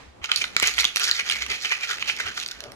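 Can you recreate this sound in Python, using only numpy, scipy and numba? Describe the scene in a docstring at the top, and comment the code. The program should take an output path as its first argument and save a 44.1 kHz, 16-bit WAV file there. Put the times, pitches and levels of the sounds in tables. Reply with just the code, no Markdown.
"""Thin plastic bottle, living room

A thin plastic bottle, probably with treats in it, is squeezed and shaken a metre from a phone's two
microphone ports in a furnished living room. Snapping dents and popping walls are damped tones struck through
the wall's modes; a dense crackle of tiny strikes swells with every shake. A diffuse noise tail gives the
room's brief answer. Filtered noise makes the low house rumble, an earlier crackle dying away and a dog's
soft huff at the end; a wavering sine makes the hum, and damped low tones the footfalls."""
import sys
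import numpy as np
from scipy import signal
from scipy.fft import rfft, irfft
from scipy.io import wavfile
from scipy.ndimage import uniform_filter1d
from numba import njit

SR = 44100
rng = np.random.default_rng(int(sys.argv[2]) if len(sys.argv) > 2 else 0)


def int16_out(signal):
    """Quantize to a 16-bit WAV file."""
    q = np.round(np.clip(np.atleast_2d(signal).T, -1, 1) * 32767)
    wavfile.write(sys.argv[1], SR, q.astype(np.int16))


N = 121275  # samples, 2.75 s

# House noise through the room, coloured: pitch_hz, level_db (relative)
HOUSE_COLOUR = [(25, -20), (60, -19.5), (110, -12.5), (250, -13), (500, -15), (1000, -18), (3000, -36),
                (8000, -43), (16000, -59)]
# Difference between the ports in that noise, least in the deep bass: pitch_hz, level_db (relative)
HOUSE_SIDE_COLOUR = [(40, -7), (120, -1), (500, 0)]
HOUSE_DB, HUM_DB = -53.5, -60  # before they waver
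HOUSE_WAVER_DB, HOUSE_WAVER_PER_S = 2.5, 20
HUM_HZ, HUM_WAVER_HZ = 59.8, 4

# Earlier crackle still dying away in the room: pitch_hz, level_db (relative)
FADING_COLOUR = [(150, 1), (500, -4.5), (2000, -1.5), (7000, -17.5), (16000, -38)]
FADING_DB, FADING_T60_S = -48, 0.78  # level before the decay

# Soft footfalls through the floor: start_s, level_db (before the push softens it), pitch_hz
FOOTFALLS = [(.075, -42.5, 69), (.21, -35, 71), (.38, -44.5, 112), (.93, -46, 65), (1.5, -41.5, 69),
             (2.25, -33.5, 78), (2.67, -41.5, 113)]
FOOTFALL_PUSH_S, FOOTFALL_T60_S = 0.0066, 0.11

# Modes of the bottle wall, before scatter and damping by the hand: pitch_hz, level_db (relative), t60_s
LOW_MODES = [(419, -21.5, 0.12), (775, -9.5, 0.021), (1234, -14, 0.098), (1405.6, -8, 0.09),
             (1676, 1.5, 0.014), (1947, -1.5, 0.029), (2294, -1.5, 0.044), (2547, 3.5, 0.017),
             (3086, 0.5, 0.042)]
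HIGH_MODES = [(3620, -6, 0.021), (4253, -1.5, 0.015), (4945, -7, 0.02), (5560, -7, 0.016),
              (6166, 0, 0.0068), (6890, -6, 0.01)]
CRACK_MODES = [(8330, -9.5, 0.0081), (10010, -8, 0.0099), (11840, -4.5, 0.0051), (13900, -11, 0.0067)]
MODE_SCATTER, MODE_SCATTER_DB = .055, 3  # share of the pitch, and level
FOCUS_DB, FOCUS_OCT = 7, .3  # lift of the modes near an event's pitch, and its reach
PORT_SCATTER = .85  # radians by which a mode differs between the ports
BASS_TURN = 1.1  # radians between the ports for low knocks

# Swells of fine crackle, one per squeeze or shake; rise and fall are the times of a 10 dB change:
# peak_s, rise_s, fall_s, low_modes_db (relative), high_modes_db (relative), singing_dent_hz
SHAKES = [(0.221, 0.0037, 0.072, -44.5, -66, 1080), (0.249, 0.0088, 0.014, -31, -36, 2800),
          (0.296, 0.014, 0.02, -31.5, -46, 1370), (0.33, 0.022, 0.027, -30, -38, 2480),
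          (.375, 0.019, 0.039, -34, -32, 2610), (0.416, 0.0071, 0.022, -28, -31.5, 2368),
          (0.448, 0.024, 0.058, -45, -43.5, 1400), (0.578, 0.023, 0.015, -37, -42, 2220),
          (.645, 0.029, 0.022, -22.5, -30, 2265), (0.681, 0.042, 0.036, -24.5, -26.5, 2190),
          (0.797, 0.021, 0.024, -23.5, -22, 2126), (0.854, 0.038, 0.05, -30.5, -39.5, 2860),
          (0.973, 0.011, 0.0067, -28, -25.5, 2500), (1.018, 0.031, 0.022, -28, -29, 1450),
          (1.042, 0.02, 0.028, -31.5, -27, 2290), (1.09, 0.032, 0.041, -27, -31, 1640),
          (1.153, 0.011, 0.049, -32.5, -32, 1950), (1.197, 0.0067, 0.014, -20, -28, 2240),
          (1.275, 0.02, 0.025, -30, -33, 1880), (1.318, 0.044, 0.11, -29.5, -34.5, 2180),
          (1.423, 0.011, 0.012, -26.5, -31, 2040), (1.508, 0.013, 0.022, -24, -29, 2050),
          (1.54, 0.022, 0.049, -34, -38, 2480), (1.622, 0.014, 0.11, -41, -35.5, 1950),
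          (1.65, 0.0075, 0.017, -22.5, -31, 2530), (1.718, 0.017, 0.037, -22, -30, 2370),
          (1.837, 0.019, 0.021, -26.5, -32.5, 2370), (1.907, 0.022, 0.037, -26.5, -29.5, 1465),
          (2.027, 0.038, 0.015, -33, -36, 2700), (2.095, 0.03, 0.027, -26, -31, 2676),
          (2.206, 0.032, 0.026, -29.5, -34, 2040), (2.279, 0.037, 0.035, -30.5, -38.5, 1540),
          (2.379, 0.011, 0.019, -33, -33.5, 1460), (2.423, 0.061, 0.02, -36.5, -36.5, 2790),
          (2.519, 0.044, 0.087, -43.5, -50, 1540), (2.614, 0.041, 0.12, -49, -54.5, 1510)]
CRACKLE_PER_S, CRACKLE_PUSH_S = 550, .0003
CRACKLE_SPREAD_DB, CRACKLE_CRACK_DB = 0.5, -13  # per unit of strike size; crack against high modes
DENT_DB, DENT_T60_S, DENT_PUSH_S = -7.5, 0.071, 0.0012  # singing dent, relative to the low modes
# A small thin wall radiates little bass: pitch_hz, level_db (relative)
THIN_WALL = [(150, -20), (380, 0)]

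ROOM_DB, ROOM_ONSET_S = -9.5, .005
ROOM_T60_S, ROOM_TREBLE_T60_S = 0.33, 0.26  # below and above about 3 kHz

# Loud snaps of the wall, levels before the trim of each mode group:
# start_s, pitch_hz (where it rings most), low_modes_db, high_modes_db, crack_db
SNAPS = [(0.216, 1130, -40, -53, -68), (0.241, 6200, -23, -20.5, -38), (0.2433, 2800, -19.5, -21, -51),
         (0.258, 5200, -48, -20, -54), (0.2931, 1500, -29, -30, -57), (0.3163, 3180, -9, -7.5, -46),
         (0.3186, 2300, -13, -10.5, -51), (0.316, 2400, -11.5, -32, -50), (0.331, 2410, -33, -31, -53),
         (0.3606, 4480, -30, -7, -20.5), (0.364, 4400, -46, -13, -45), (0.4089, 2300, -26, -32, -48),
         (0.4185, 2270, -14.5, -14.5, -40), (0.4407, 3480, -15.5, -12, -33), (0.4438, 1500, -21, -31, -40),
         (0.5653, 2360, -4.5, -11.5, -27), (0.5655, 1370, -14, -5, -31), (0.5991, 7460, -13.5, -7, -25),
         (0.626, 2310, -9, -7.5, -18.5), (0.6306, 2220, -10, -11.5, -29), (0.6395, 1550, -14, -14, -41),
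         (0.6625, 2770, -14, -12, -29), (0.6734, 6960, -24, -5.5, -20.5), (0.6863, 6000, -18, -12.5, -40),
         (0.7386, 2800, -31, -21, -35.5), (0.745, 2300, -43, -21, -42), (0.7696, 6140, -37, -27, -37),
         (0.7813, 1910, -10.5, -35, -28), (0.7876, 2170, -13, -28, -55), (0.7989, 3990, -14, -6.5, -45),
         (0.8066, 2200, -38, -12, -23.5), (0.8325, 2090, -17.5, -35, -48), (0.8435, 3180, -11.5, -3, -23.5),
         (0.8515, 3436, -11, -4.5, -47), (0.96, 2700, -12, -8, -17), (0.9693, 4500, -14, -8, -31),
         (0.9972, 2670, -19.5, -26, -26), (1.0343, 4600, -19, -14, -29), (1.0402, 6700, -22, -7.5, -32),
         (1.043, 5440, -23, -15, -26), (1.052, 6560, -20, -11.5, -26), (1.0723, 1590, -21, -35, -44),
         (1.0761, 4700, -24, -15, -42), (1.081, 1550, -28, -9.5, -46), (1.0854, 4970, -35, -14.5, -43),
         (1.092, 1660, -35, -11, -39), (1.0969, 2870, -18.5, -14, -44), (1.113, 4400, -25, -3, -33),
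         (1.1179, 1900, -21, -25, -49), (1.138, 5650, -31, -23, -39), (1.154, 5000, -31, -27, -48),
         (1.165, 5050, -39, -18, -47), (1.277, 1630, -27, -30, -46), (1.29, 1610, -30, -15, -47),
         (1.2983, 2740, -11, -11, -24), (1.3133, 2710, -16, -9.5, -26), (1.3224, 2820, -14, -11, -34),
         (1.3587, 2400, -19, -21, -38), (1.4213, 2450, -18.5, -24, -45), (1.464, 2750, -23, -20, -37),
         (1.5321, 2830, -24, -27, -46), (1.6048, 5270, -37, -25.5, -58), (1.6478, 3330, -16.5, -28, -49),
         (1.6955, 5400, -31, -20, -49), (1.7205, 1930, -8.5, -28, -50), (1.8095, 5530, -45, -23, -44),
         (1.91, 1467, -20.5, -38, -56), (1.9833, 2700, -23, -32, -42), (2.025, 2515, -13.5, -40, -52),
         (2.0757, 2530, -32, -21, -41), (2.096, 2840, -15, -28, -46), (2.0983, 2530, -10, -38, -52),
         (2.165, 5560, -55, -24, -37.5), (2.201, 1550, -17, -43, -38), (2.3493, 4300, -59, -36, -42),
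         (2.3772, 1480, -23, -42, -56), (2.3997, 2890, -44, -17, -46), (2.4257, 2900, -26.5, -30, -48),
         (2.4307, 2870, -59, -22, -40), (2.4355, 2860, -27.5, -20, -43), (2.4618, 4440, -26, -15, -36),
         (2.4795, 6660, -43, -32, -33.5), (2.4866, 4600, -30, -18, -52), (2.5128, 3050, -42, -18, -35),
         (2.5162, 3100, -33, -19, -40), (2.6051, 1550, -28, -19.5, -38.5), (2.639, 2350, -33, -24.5, -41),
         (2.7192, 5450, -34, -30.5, -40)]
SNAP_TRIM_DB, SNAP_PUSH_S = (-6, -6, 2.5), .0003  # low, high, crack; buckling time
SNAP_RING = (.22, .3, .6)  # share of each group's t60 that a hand-damped snap rings
SNAP_SPREAD = 1.3  # radians: the modes of a snap start nearly together
DENT_SNAP_DB, DENT_SNAP_CYCLES, HIGH_FROM_HZ = 4, 32, 3500  # the snapping dent's own ring
# A single dent radiates still less bass: pitch_hz, level_db (relative)
SMALL_DENT = [(300, -18), (900, 0)]

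# The whole wall pops: start_s, level_db (before the push softens it), pitch_hz
POPS = [(.566, -18.5, 636), (.626, -20, 380), (0.627, -9.5, 795), (0.628, -25.5, 119), (0.778, -47, 306),
        (0.854, -30, 198), (0.96, -24, 412), (1.112, -25.5, 370)]
POP_CYCLES, POP_PUSH_S = 2.8, 0.0001

# Resonances of the dog's breath: pitch_hz, width_hz, level_db (relative)
HUFF_RESONANCES = [(438, 330, 0.5), (621, 110, 2), (1230, 590, -6.5)]
HUFF_S, HUFF_DB, HUFF_RISE_S, HUFF_FALL_S = 2.665, -43.5, 0.05, 0.053  # level before the swell

# Contrast of the two microphone ports, shared out below: pitch_hz, left_minus_right_db (unscaled)
PORTS = [(60, -1), (150, -0.5), (500, 1), (1300, 1.5), (2400, -4), (4400, -5.5), (8000, -4), (15000, 3)]
LEFT_SHARE, RIGHT_SHARE = 0.29, -0.75
LEFT_LEAD_S = .00014
# Treble roll-off of the phone: pitch_hz, level_db (relative)
PHONE_TREBLE = [(12000, 0.5), (14500, -6.5), (16500, -13)]
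CEILING, TOP_HZ = .92, 16500  # full scale is 1


def undb(db):
    """Amplitude factor for a level in dB."""
    return 10 ** (np.asarray(db) / 20)


def level(x, db):
    """Set the overall RMS level in dB."""
    return x * undb(db) / np.sqrt(np.mean(x ** 2))


def colour(x, table, share=1.):
    """Filter by (Hz, dB) points joined along log frequency, with the dB scaled by share."""
    hz, db = np.array(table).T
    f = np.maximum(np.fft.rfftfreq(x.shape[-1], 1 / SR), 1)
    gain = undb(share * np.interp(np.log(f), np.log(hz), db))
    return irfft(rfft(x) * gain, x.shape[-1])


def walk(rate):
    """Random levels held for 1 / rate s and slewed; spread near 1."""
    k = int(SR / rate)
    held = np.repeat(rng.standard_normal(N // k + 1), k)
    return 1.64 * uniform_filter1d(uniform_filter1d(held, k), k)[:N]


@njit
def ring(n, start, hz, t60, push, size, turn, skew):
    """Sum of modes at both ports, each swelling over the push time and decaying at its t60."""
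    out = np.zeros((2, n))
    for j in range(len(start)):
        step = np.exp(2j * np.pi * hz[j] / 44100 - 6.908 / (t60[j] * 44100))
        z = size[j] * np.exp(1j * turn[j])
        unpushed, push_step = 1., np.exp(-1 / (push * 44100))
        to_right = np.exp(1j * skew[j])
        # cut off after about two thirds of the t60
        for i in range(start[j], min(n, start[j] + int(t60[j] * 30000))):
            z *= step
            unpushed *= push_step
            out[0, i] += z.real * (1 - unpushed)
            out[1, i] += (z * to_right).real * (1 - unpushed)
    return out


def knocks(table, t60, push_s, turn=0.):
    """One damped tone for each row of start, level and pitch."""
    t, db, hz = np.array(table).T
    start = (t * SR).astype(np.int64)
    skew = turn + .5 * PORT_SCATTER * rng.standard_normal(len(t))
    return ring(N, start, 1. * hz, t60 + 0 * t, push_s, undb(db), 0 * t, skew)


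def strike(times, db, modes, share, push_s, pitch_hz, spread=2 * np.pi):
    """Every event rings all modes, detuned and unevenly, most of all those near its pitch."""
    hz, mode_db, t60 = np.array(modes).T
    detune, uneven, turn, skew, delay = rng.standard_normal((5, len(times), len(modes)))
    start = ((times[:, None] + push_s * np.abs(delay)) * SR).astype(np.int64)
    f = np.minimum(hz * (1 + MODE_SCATTER * detune), .45 * SR)
    focus_db = FOCUS_DB * np.exp(-(np.log2(f / pitch_hz) / FOCUS_OCT) ** 2)
    gain = undb(mode_db + MODE_SCATTER_DB * uneven + focus_db)
    # the event's level sets the RMS of its mode sizes
    gain = undb(db)[:, None] * gain / np.sqrt((gain ** 2).mean(axis=1, keepdims=True))
    decay = share * t60 * np.ones_like(gain)
    return ring(N, start.ravel(), f.ravel(), decay.ravel(), 1. * push_s, gain.ravel(),
                spread * turn.ravel(), PORT_SCATTER * skew.ravel())


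def house_rumble():
    """Wavering low noise, most alike at both ports in the deep bass."""
    mid, side = colour(rng.standard_normal((2, N)), HOUSE_COLOUR)
    side = colour(side, HOUSE_SIDE_COLOUR)
    air = level(mid + side * np.array([[1], [-1]]), HOUSE_DB)
    return air * undb(HOUSE_WAVER_DB * walk(HOUSE_WAVER_PER_S))


def house_hum():
    """One low sine that wavers in pitch and level, the same at both ports."""
    pitch = HUM_HZ + HUM_WAVER_HZ * walk(21)
    gain = undb(HUM_DB + 4.5 * walk(15))
    return gain * np.sin(2 * np.pi * np.cumsum(pitch) / SR)


def fading_crackle():
    """The room's remnant of an earlier crackle: coloured noise in exponential decay."""
    t = np.arange(N) / SR
    noise = colour(rng.standard_normal((2, N)), FADING_COLOUR)
    return level(noise, FADING_DB) * undb(-60 * t / FADING_T60_S)


def footfalls():
    """Soft steps through the floor: slowly pushed, damped low tones."""
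    return knocks(FOOTFALLS, FOOTFALL_T60_S, FOOTFALL_PUSH_S, BASS_TURN / 2)


def crackle():
    """Tiny uneven strikes, probably rattling treats, ring the wall and swell with each shake; a dent sings."""
    peak, rise, fall, low_db, high_db, dent_hz = np.array(SHAKES).T[..., None]
    d = np.arange(N) / SR - peak
    swell = undb(-10 * np.abs(d) / np.where(d < 0, rise, fall))
    low, high = (np.sqrt(((undb(db) * swell) ** 2).sum(axis=0)) for db in (low_db, high_db))
    # the shake strongest in the low modes sets the pitch
    sings = dent_hz[(undb(low_db) * swell).argmax(axis=0), 0]

    count = int(CRACKLE_PER_S * N / SR)
    when = rng.uniform(0, N / SR, count)
    size_db = CRACKLE_SPREAD_DB * np.minimum(rng.exponential(size=count), 3.5)
    pitch = sings[(when * SR).astype(int), None]
    crack = high * undb(CRACKLE_CRACK_DB)
    strikes = 0
    for modes, gain in ((LOW_MODES, low), (HIGH_MODES, high), (CRACK_MODES, crack)):
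        struck = strike(when, size_db, modes, 1.0, CRACKLE_PUSH_S, pitch)
        strikes = strikes + gain * level(struck, 0)

    start = rng.integers(0, N, count)
    detune, uneven, turn = rng.standard_normal((3, count))
    hz = sings[start] * (1 + 0.0074 * detune)
    dent = ring(N, start, hz, np.full(count, DENT_T60_S), DENT_PUSH_S,
                undb(6 * uneven), 9 * turn, PORT_SCATTER * detune)
    # the dent keeps closer to the peaks than the strikes do
    dent_gain = low * np.sqrt(swell.max(axis=0))
    return colour(strikes + dent_gain * level(dent, DENT_DB), THIN_WALL)


def room(x):
    """Diffuse reflections as a noise tail, unrelated left and right, shorter in the treble."""
    t = np.arange(SR // 2) / SR
    noise = rng.standard_normal((2, len(t)))
    low = signal.sosfilt(signal.butter(2, 3000, fs=SR, output="sos"), noise)
    tail = low * undb(-60 * t / ROOM_T60_S) + (noise - low) * undb(-60 * t / ROOM_TREBLE_T60_S)
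    tail = tail * np.minimum(t / ROOM_ONSET_S, 1)
    tail = tail / np.sqrt((tail ** 2).sum(axis=1, keepdims=True))
    return undb(ROOM_DB) * signal.fftconvolve(x[None], tail, axes=1)[:, :N]


def snaps():
    """Dents buckle through, ringing the hand-damped wall modes and a tone of their own."""
    s = np.array(SNAPS)
    start, pitch, low_db, high_db = s[:, 0], s[:, 1], s[:, 2], s[:, 3]
    out = 0
    for k, modes in enumerate((LOW_MODES, HIGH_MODES, CRACK_MODES)):
        db = s[:, k + 2] + SNAP_TRIM_DB[k]
        # every mode rings twice, detuned apart
        out = out + strike(start, db, 2 * modes, SNAP_RING[k], SNAP_PUSH_S, pitch[:, None], SNAP_SPREAD)
    own_db = np.where(pitch < HIGH_FROM_HZ, low_db + SNAP_TRIM_DB[0], high_db + SNAP_TRIM_DB[1])
    own_ring = np.c_[start, DENT_SNAP_DB + own_db, pitch]
    out = out + knocks(own_ring, DENT_SNAP_CYCLES / pitch, SNAP_PUSH_S)
    return colour(out, SMALL_DENT)


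def wall_pops():
    """Dull pops of the whole wall: tones that die within a few cycles."""
    return knocks(POPS, POP_CYCLES / np.array(POPS)[:, 2], POP_PUSH_S, BASS_TURN)


def dog_huff():
    """A short breath of noise shaped by throat resonances."""
    t, f = np.arange(N) / SR - HUFF_S, np.fft.rfftfreq(N, 1 / SR)
    throat = sum(undb(db) / (1 + ((f - hz) / width * 2) ** 2) for hz, width, db in HUFF_RESONANCES)
    air = level(irfft(rfft(rng.standard_normal(N)) * throat, N), HUFF_DB)
    return air * np.exp(-(t / np.where(t < 0, HUFF_RISE_S, HUFF_FALL_S)) ** 2)


def scene():
    """Bottle and dog reach the ports directly and by the room; the house and fading sounds are added."""
    dry = crackle() + snaps() + wall_pops() + dog_huff()
    f = np.fft.rfftfreq(N, 1 / SR)
    left = irfft(rfft(dry[0]) * np.exp(2j * np.pi * f * LEFT_LEAD_S), N)
    heard = np.array([left, dry[1]]) + room(dry[1])
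    heard = heard + house_rumble() + house_hum() + fading_crackle() + footfalls()
    return np.array([colour(heard[0], PORTS, LEFT_SHARE), colour(heard[1], PORTS, RIGHT_SHARE)])


def record(dry):
    """The phone rounds the loudest peaks, rolls off and cuts the top."""
    rounded = CEILING * np.tanh(dry / CEILING)
    soft = colour(rounded, PHONE_TREBLE)
    return signal.sosfilt(signal.ellip(8, .2, 70, TOP_HZ, fs=SR, output="sos"), soft)


dry = scene()
out = record(dry)
int16_out(out)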